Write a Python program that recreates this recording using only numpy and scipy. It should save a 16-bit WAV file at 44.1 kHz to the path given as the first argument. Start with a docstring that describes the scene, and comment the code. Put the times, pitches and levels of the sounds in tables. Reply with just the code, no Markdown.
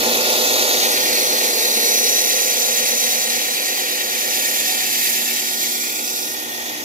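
"""A throbbing drone and a gritty, ringing hiss: a stone saw running steadily outdoors, some way off.
The motor shaft drones in many harmonics, a slower belt makes it throb, loose parts rattle along.
The blade grinds and rings in the stone and throws off spray; single resonances swell and sink.
A hand-held phone turns and moves over the site and hears the saw directly, off nearby surfaces
and scattered from afar, over a faint rumble of open air."""
import sys
import numpy as np
from scipy.fft import rfft, irfft, next_fast_len
from scipy.io import wavfile
from scipy.ndimage import map_coordinates

SR = 44100
rng = np.random.default_rng(int(sys.argv[2]) if len(sys.argv) > 2 else 0)


def int16_out(signal):
    """Quantize to a 16-bit WAV file."""
    q = np.round(np.clip(np.atleast_2d(signal).T, -1, 1) * 32767)
    wavfile.write(sys.argv[1], SR, q.astype(np.int16))


N = 301644
TIME_S = np.arange(N) / SR
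FFT_SIZE = 2 * next_fast_len(N // 2 + 1, True)
FREQ_HZ = np.maximum(np.arange(FFT_SIZE // 2 + 1) * SR / FFT_SIZE, 1)
SHAFT_HZ, BELT_HZ = 33.94, 8.75
SINCE_TURN_S = np.maximum(TIME_S - 0.52, 0)  # since the phone began to turn away

# shaft harmonics (shaft multiple, relative level [dB])
SHAFT_HARMONICS = [(2, -72), (3, -71), (4, -59.5), (5, -62), (6, -60.5), (7, -46), (8, -54), (9, -50.5),
                   (10, -53), (11, -41.5), (12, -47.5), (13, -56), (14, -43.5), (15, -37), (16, -43.5),
                   (17, -47.5), (18, -42.5), (19, -50), (20, -55), (21, -47), (22, -48), (23, -53.5),
                   (24, -57), (25, -52), (26, -46.5), (28, -60), (31, -61), (32, -58), (42, -47)]
# belt beating against shaft (shaft multiple, belt multiple, relative level [dB])
BELT_BEATS = [(7, -1, -49.5), (11, -1, -49.5), (13, -2, -46.5), (13, -1, -45), (14, -1, -43.5),
              (14, 1, -38), (14, 2, -46.5), (15, -1, -44), (15, 1, -42), (22, -1, -53), (26, -1, -51.5)]
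# motor hum and frame drone as the phone turns (time [s], hum [dB], drone [dB])
MOTOR_FRAME_LEVELS = [(0.0, -35, -34), (0.91, -39, -36), (2.51, -44.5, -43.5), (2.93, -42.5, -46.5),
                      (4.02, -48, -41), (4.99, -44, -42.5), (6.65, -45, -43), (6.84, -46, -44)]
# housing boom (time [s], level [dB])
HOUSING_LEVEL = [(0, -28), (.65, -25.5), (.95, -30.5), (2.9, -32.5), (3.5, -38.5), (4.45, -36),
                 (4.9, -42.5), (6.84, -45)]
# guard buzz (time [s], level [dB])
GUARD_LEVEL = [(0, -27.5), (.7, -27), (2, -30.5), (2.4, -31), (4.9, -34.5), (5.8, -36.5), (6.84, -37)]
# loose machine parts (frequency [Hz], relative level [dB])
RATTLE_SPECTRUM = [(60, -49), (165, -20.5), (200, -13), (235, -0.5), (330, 0.5), (410, -2.5), (480, 1),
                   (570, 3.5), (670, -1.5), (850, -1), (960, -8), (1100, -8), (1400, -11), (1700, -21)]
# cutting hiss, before trims (time [s], grinding [dB], spray re grinding [dB])
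CUT_LEVELS = [(0, -21.5, -3.5), (.75, -18.5, -4.5), (1.5, -20, -2), (2, -19.5, -0.5), (2.4, -18.5, -3),
              (3.05, -18, -4), (3.5, -21, -4), (4.1, -22, -4), (4.45, -19.5, -2), (4.8, -21, -2.5),
              (5.05, -20, .8), (5.4, -23, -2), (5.62, -21, -2.3), (5.97, -25.5, -2), (6.19, -24, -3),
              (6.32, -27, -1), (6.35, -29, -3), (6.84, -29.5, -5.5)]
# low blade ring (time [s], level [dB])
LOW_RING_LEVEL = [(0, -27.5), (1, -25.5), (1.6, -29), (4.4, -27.5), (5.25, -28), (5.6, -32), (6.2, -36.5),
                  (6.84, -34)]
# grinding brightness (time [s], hiss re rasp [dB])
GRIND_TILT = [(0, -3), (2.75, 5.5), (3.6, 6.5), (5.6, -1), (6.2, 4), (6.42, 2)]
# low blade modes (frequency [Hz], width [Hz], relative level [dB])
BLADE_LOW_MODES = [(1789, 305, 7), (1916, 500, 6.5), (2377, 210, 4.5), (2577, 172, 4), (3150, 460, -1)]
# high blade modes (frequency [Hz], width [Hz], relative level [dB])
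BLADE_HIGH_MODES = [(3367, 66, 8.5), (3552, 60, 10), (3824, 65, 12), (4324, 150, 3.5), (4760, 78, 11),
                    (5920, 240, 3), (6000, 120, 11), (7280, 260, 7), (7480, 91, 1)]
# grit torn from the stone (frequency [Hz], relative level [dB])
GRIT_SPECTRUM = [(1600, -23), (2700, -32), (3350, 0.5), (4050, 1.5), (4550, 0), (5200, 1.5), (6100, 3.5),
                 (6800, 3), (7400, -6), (8000, -5.5), (8600, -15), (11000, -14)]
# water thrown off the blade (frequency [Hz], relative level [dB])
SPRAY_SPECTRUM = [(6000, -22), (8500, -3), (9400, 0.5), (10900, 0.5), (11500, 6.5), (12300, 6), (13000, 2),
                  (14200, 2), (15300, 0), (17000, 0.5)]
# resonances of blade, guard and housing, and a brief whistle that glides up near 5.9 s (centre [s], half length
# [s], frequency [Hz], glide [Hz/s], width [Hz], level [dB])
RESONANCES = [(0.046, 0.12, 4255, -2, 110, -28.5), (0.305, .45, 2615, 7, 60, -33.5),
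              (0.458, 0.61, 1020, -1, 5.2, -41), (.5, .53, 1850, -3, 140, -36),
              (0.557, 0.41, 3540, 1, 45, -36), (.55, 0.4, 3940, -1.5, 370, -32),
              (.65, .3, 6540, 0, 490, -33), (1.2, 0.9, 4290, 0.5, 110, -28.5),
              (1.455, 0.28, 1137, -1.5, 4.5, -39), (1.7, 1.8, 1970, 0, 82, -41),
              (1.7, 0.81, 5690, 1.5, 300, -31.5), (1.802, 0.49, 462, -24, 35, -33.5),
              (1.95, 0.34, 3970, 0, 200, -25), (2.05, 0.28, 6000, -1.5, 380, -22.5),
              (2.6, 0.77, 6100, -3, 77, -28), (2.75, .6, 6340, 1.5, 70, -32),
              (3.046, 1.3, 3980, -2, 100, -30.5), (3.1, 0.96, 4330, -2.5, 150, -37.5),
              (2.95, .7, 5780, 1, 110, -34), (3.797, 0.4, 4750, -2, 90, -36.5),
              (4.2, 1.1, 746, 0.5, 11, -39), (4.698, 0.99, 1840, -0.5, 62, -38.5),
              (4.9, 0.6, 7240, 0, 440, -31.5), (4.85, 0.47, 4745, -0.5, 63, -37),
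              (5.8, 0.53, 7620, 1.5, 220, -36), (5.923, 0.23, 2464, 895, 150, -39),
              (6.166, 0.18, 5630, -1, 720, -33), (6.442, 0.38, 3420, 1, 160, -40),
              (6.45, 0.45, 305, 1, 5, -45.5), (6.54, 0.36, 1885, 3, 57, -36),
              (6.55, 0.38, 898, 0, 320, -44)]
# surfaces around the saw (delay [ms], relative gain)
SITE_ECHOES = [(2.1, 0.25), (5.3, 0.3), (9.7, 0.23), (17, 0.24)]
# right port's lead as the phone turns (time [s], lead [ms])
RIGHT_LEAD = [(0, 0.27), (.4, 0.27), (.75, 0.29), (1, 0.38), (1.6, 0.37), (2.2, 0.396), (5, 0.4),
              (5.6, 0.396), (6.2, 0.39), (6.84, 0.3)]
# open air (frequency [Hz], relative level [dB])
AIR_SPECTRUM = [(15, -14), (30, -13), (45, 2), (110, 3), (180, 4), (400, -8), (2000, -37)]
# surfaces the phone passes
# (nearest [s], passing time [s], delay [ms], drift [ms/s], gain, low edge [Hz], high edge [Hz])
PASSED_SURFACES = [(1.85, 0.64, 0.434, -0.079, 0.22, 1000, 5530), (3, 6.8, 4.04, -0.45, 0.12, 100, 1080),
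                   (5.9, 0.5, 0.874, -0.28, 0.55, 1640, 3280)]


def undb(db):
    """Decibels to gain."""
    return 10 ** (np.asarray(db) / 20)


def unit(x):
    """Scale to rms 1."""
    return x / np.sqrt(np.mean(x ** 2))


def curves(table):
    """Each column after time, per sample."""
    time_s, *columns = np.transpose(table)
    return [np.interp(TIME_S, time_s, column) for column in columns]


def shape(x, response):
    """Filter by a frequency response."""
    return irfft(rfft(x, FFT_SIZE) * response, FFT_SIZE)[..., :N]


def colour(points):
    """Response through (frequency [Hz], level [dB]) points."""
    hz, db = np.transpose(points)
    return undb(np.interp(np.log(FREQ_HZ), np.log(hz), db))


def modes(table):
    """Response of resonances with alternating signs."""
    return sum((-1) ** k * undb(db) / (1 + 1j * (FREQ_HZ ** 2 - hz ** 2) / (FREQ_HZ * width_hz))
               for k, (hz, width_hz, db) in enumerate(table))


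def below(hz, order=8):
    """Low-pass response."""
    return 1 / (1 + (FREQ_HZ / hz) ** order)


def above(hz, order=8):
    """High-pass response."""
    return 1 - below(hz, order)


def walk(rate_hz):
    """Random wander, spread about 1."""
    return np.interp(TIME_S * rate_hz, np.arange(N // 100), 1.08 * rng.standard_normal(N // 100))


def delay(x, ms):
    """Read a sound at a moving delay."""
    return map_coordinates(x, [np.arange(N) - ms * SR / 1000], order=3, mode="constant")


def drive(shaft_rad, belt_rad, flutter=0.1, fading_db=2.3, rattle_db=-5):
    """Unsteady shaft harmonics and their beats with the belt, over the rattle."""
    drone = 0
    for order, beat, db in [(order, 0, db) for order, db in SHAFT_HARMONICS] + BELT_BEATS:
        slip_rad = .25 * walk(5)
        phase = round(order) * shaft_rad + round(beat) * (belt_rad + slip_rad)
        phase += rng.uniform(0, 2 * np.pi)
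        gain = undb(db + fading_db * walk(1.6)) * (1 + flutter * walk(15))
        drone += gain * np.cos(phase)
    machine = unit(drone) + undb(rattle_db) * rattle(shaft_rad)
    # motor, frame, housing and guard radiate in different directions: one band each
    motor, frame, housing = below(275, order=24), below(390, order=16), below(649, order=16)
    bands = motor, frame - motor, housing - frame, 1 - housing
    levels_db = curves(MOTOR_FRAME_LEVELS) + curves(HOUSING_LEVEL) + curves(GUARD_LEVEL)
    return sum(unit(shape(machine, band)) * undb(db) for band, db in zip(bands, levels_db))


def rattle(shaft_rad, knock=0.081):
    """Loose parts chatter, a little more once a turn."""
    return unit(shape(clicks(6.1) * (1 + knock * np.cos(shaft_rad)), colour(RATTLE_SPECTRUM)))


def clicks(spread_db):
    """Dense clicks of unequal, capped strength."""
    strength = undb(spread_db * np.minimum(rng.standard_normal(N), 2))
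    return unit(rng.standard_normal(N) * strength)


def blade_pressure(shaft_rad, belt_rad, shaft_db=0.74, belt_db=0.5, beat_db=-0.1, grain_db=0.44):
    """The blade's bite pulses with shaft and belt and wanders with the stone's grain."""
    harmonics = (1, 1), (2, 0.2), (3, 0.31), (4, 0.12), (7, 0.24)
    shaft = sum(gain * np.cos(order * shaft_rad) for order, gain in harmonics)
    belt = np.cos(belt_rad)
    return undb(shaft_db * shaft + belt_db * belt + beat_db * shaft * belt + grain_db * walk(35))


def cutting(pressure, high_ring_db=-4.5, fade_db_per_s=0.5, grind_trim_db=-1.02, spray_trim_db=2):
    """Grit strikes ring the blade and hiss; fine spray leaves the rim."""
    cut_db, spray_db = curves(CUT_LEVELS)
    low_ring_db, = curves(LOW_RING_LEVEL)
    tilt_db, = curves(GRIND_TILT)
    low_ring = shape(clicks(2.1) * pressure, modes(BLADE_LOW_MODES) * above(1240, order=24))
    high_ring = shape(clicks(14.7) * pressure, modes(BLADE_HIGH_MODES) * above(2830) * below(8300))
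    grit = shape(clicks(5.9) * pressure, colour(GRIT_SPECTRUM))
    spray = shape(clicks(5.0) * pressure ** 0.85, colour(SPRAY_SPECTRUM))
    grind = unit(unit(grit) + undb(high_ring_db - fade_db_per_s * SINCE_TURN_S) * unit(high_ring))
    rasp = shape(grind, below(7030))
    grind = rasp * undb(-tilt_db / 2) + (grind - rasp) * undb(tilt_db / 2)
    hiss = grind * undb(grind_trim_db) + unit(spray) * undb(spray_trim_db + spray_db)
    return unit(low_ring) * undb(low_ring_db) + hiss * undb(cut_db)


def resonances(pressure, skirt=1.7):
    """Single resonances rise out of the noise, hold and sink; some glide."""
    out = 0
    for centre_s, half_s, hz, hz_per_s, width_hz, db in RESONANCES:
        since_s = TIME_S - centre_s
        phase = 2 * np.pi * np.cumsum(hz + hz_per_s * np.clip(since_s, -1, 1)) / SR
        baseband = below(width_hz / 2, order=2) ** .5 * below(skirt * width_hz, order=4)
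        i, q = shape(rng.standard_normal((2, N)), baseband)
        hold = np.exp(-(since_s / half_s) ** 4)
        out += unit(i * np.cos(phase) + q * np.sin(phase)) * undb(db) * hold
    return out * pressure


def site_echoes(x, drift_ms=0.067):
    """Echo paths drift as the phone moves: a shifting, hollow colour."""
    samples = np.arange(N)
    echoes = 0
    for ms, gain in SITE_ECHOES:
        lag_samples = (ms + drift_ms * walk(1.2)) * SR / 1000
        echoes += gain * np.interp(samples - lag_samples, samples, x)
    return (x + echoes) / np.sqrt(1 + sum(gain ** 2 for _, gain in SITE_ECHOES))


def far_scatter(shaft_rad, pressure, rattle_db=-6, low_hz=950):
    """Fence, slope and trees scatter short waves to one port: pulse kept, fine grain scrambled."""
    guard_db, = curves(GUARD_LEVEL)
    chatter = unit(shape(rattle(shaft_rad), above(low_hz, order=4)))
    return site_echoes(cutting(pressure)), chatter * undb(guard_db + rattle_db)


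def blend(direct, far, far_db):
    """Constant-power mix."""
    return (direct + undb(far_db) * far) / np.sqrt(1 + undb(far_db) ** 2)


def mix_paths(direct, far, scatter_db=-5.5, usual_cut_db=-20.5, shade_db=6.5, shade_s=0.99):
    """The scattered share grows for short waves and as the grinding drops."""
    treble_shift = .4 * above(6000, order=4)
    direct = shape(direct, np.sqrt(1 - treble_shift))
    far = shape(far, np.sqrt(1 + treble_shift))
    far_db = scatter_db + usual_cut_db - curves(CUT_LEVELS)[0]
    # direct treble is shaded while the phone still points at the ground
    shaded_db = far_db + shade_db * np.exp(-(SINCE_TURN_S / shade_s) ** 2)
    lows = shape(blend(direct, far, far_db), below(3300))
    highs = shape(blend(direct, far, shaded_db), above(3300))
    return lows + highs


def flicker(x, flicker_db=1.5, wander_db=0.2):
    """Each band of the hiss flickers and wanders on its own."""
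    lowpasses = [below(hz, order=hz / 200) for hz in np.arange(1700, 16000, 1200)]
    out = 0
    for lower, upper in zip([0] + lowpasses, lowpasses + [1]):
        out += shape(x, upper - lower) * undb(flicker_db * walk(90) + wander_db * walk(4.16))
    return out


def open_air(level_db=-56.5, gust_db=4, port_spread=0.76):
    """Faint, slowly swelling rumble, partly shared by the two ports."""
    noise = rng.standard_normal(N) + port_spread * rng.standard_normal((2, N))
    return unit(shape(noise, colour(AIR_SPECTRUM))) * undb(level_db + gust_db * walk(1))


def passing_echoes(port):
    """Echoes swell and fade as the phone passes surfaces; their combs glide with the paths."""
    out = port
    for nearest_s, passing_s, ms, ms_per_s, gain, low_hz, high_hz in PASSED_SURFACES:
        since_s = TIME_S - nearest_s
        nearness = np.exp(-(since_s / passing_s) ** 2)
        echo = shape(port, above(low_hz, order=4) * below(high_hz, order=4))
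        out = out + gain * nearness * delay(echo, ms + ms_per_s * since_s)
    return out


def scene(treble_pan_db=-2, pan_db_per_s=-0.38, drone_pan_db=-1.7):
    """Saw to the right, reaching the right port first; pans are left minus right."""
    lead_ms, = curves(RIGHT_LEAD)
    sides = np.array([[.5], [-.5]])
    shaft_rad = 2 * np.pi * (SHAFT_HZ * TIME_S - .18 + 0.014 * walk(1.797))
    belt_rad = 2 * np.pi * (BELT_HZ * TIME_S - .25 + 0.087 * walk(1.33))
    pressure = blade_pressure(shaft_rad, belt_rad)
    hum, hiss, singing = drive(shaft_rad, belt_rad), cutting(pressure), resonances(pressure)
    far_hiss, far_rattle = np.stack([far_scatter(shaft_rad, pressure) for _ in range(2)], axis=1)
    direct_hiss = np.array([delay(site_echoes(hiss), lead_ms), site_echoes(hiss)])
    ports = flicker(mix_paths(direct_hiss, far_hiss))
    ports += np.array([delay(singing, lead_ms), singing])
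    # the phone's body shades short waves
    treble = shape(ports, above(8300, order=6))
    ports += treble * (undb(sides * (treble_pan_db + pan_db_per_s * TIME_S)) - 1)
    # long waves bend round it and take a little longer
    drone = np.array([delay(hum, 1.032 * lead_ms), hum]) + far_rattle
    ports += drone * undb(sides * drone_pan_db)
    return np.array([passing_echoes(port) for port in ports]) + open_air()


def record(dry):
    """The phone thins the deepest bass and cuts the top steeply."""
    return shape(dry, above(hz=30, order=4) * below(hz=15600, order=400))


dry = scene()
out = record(dry)
int16_out(out)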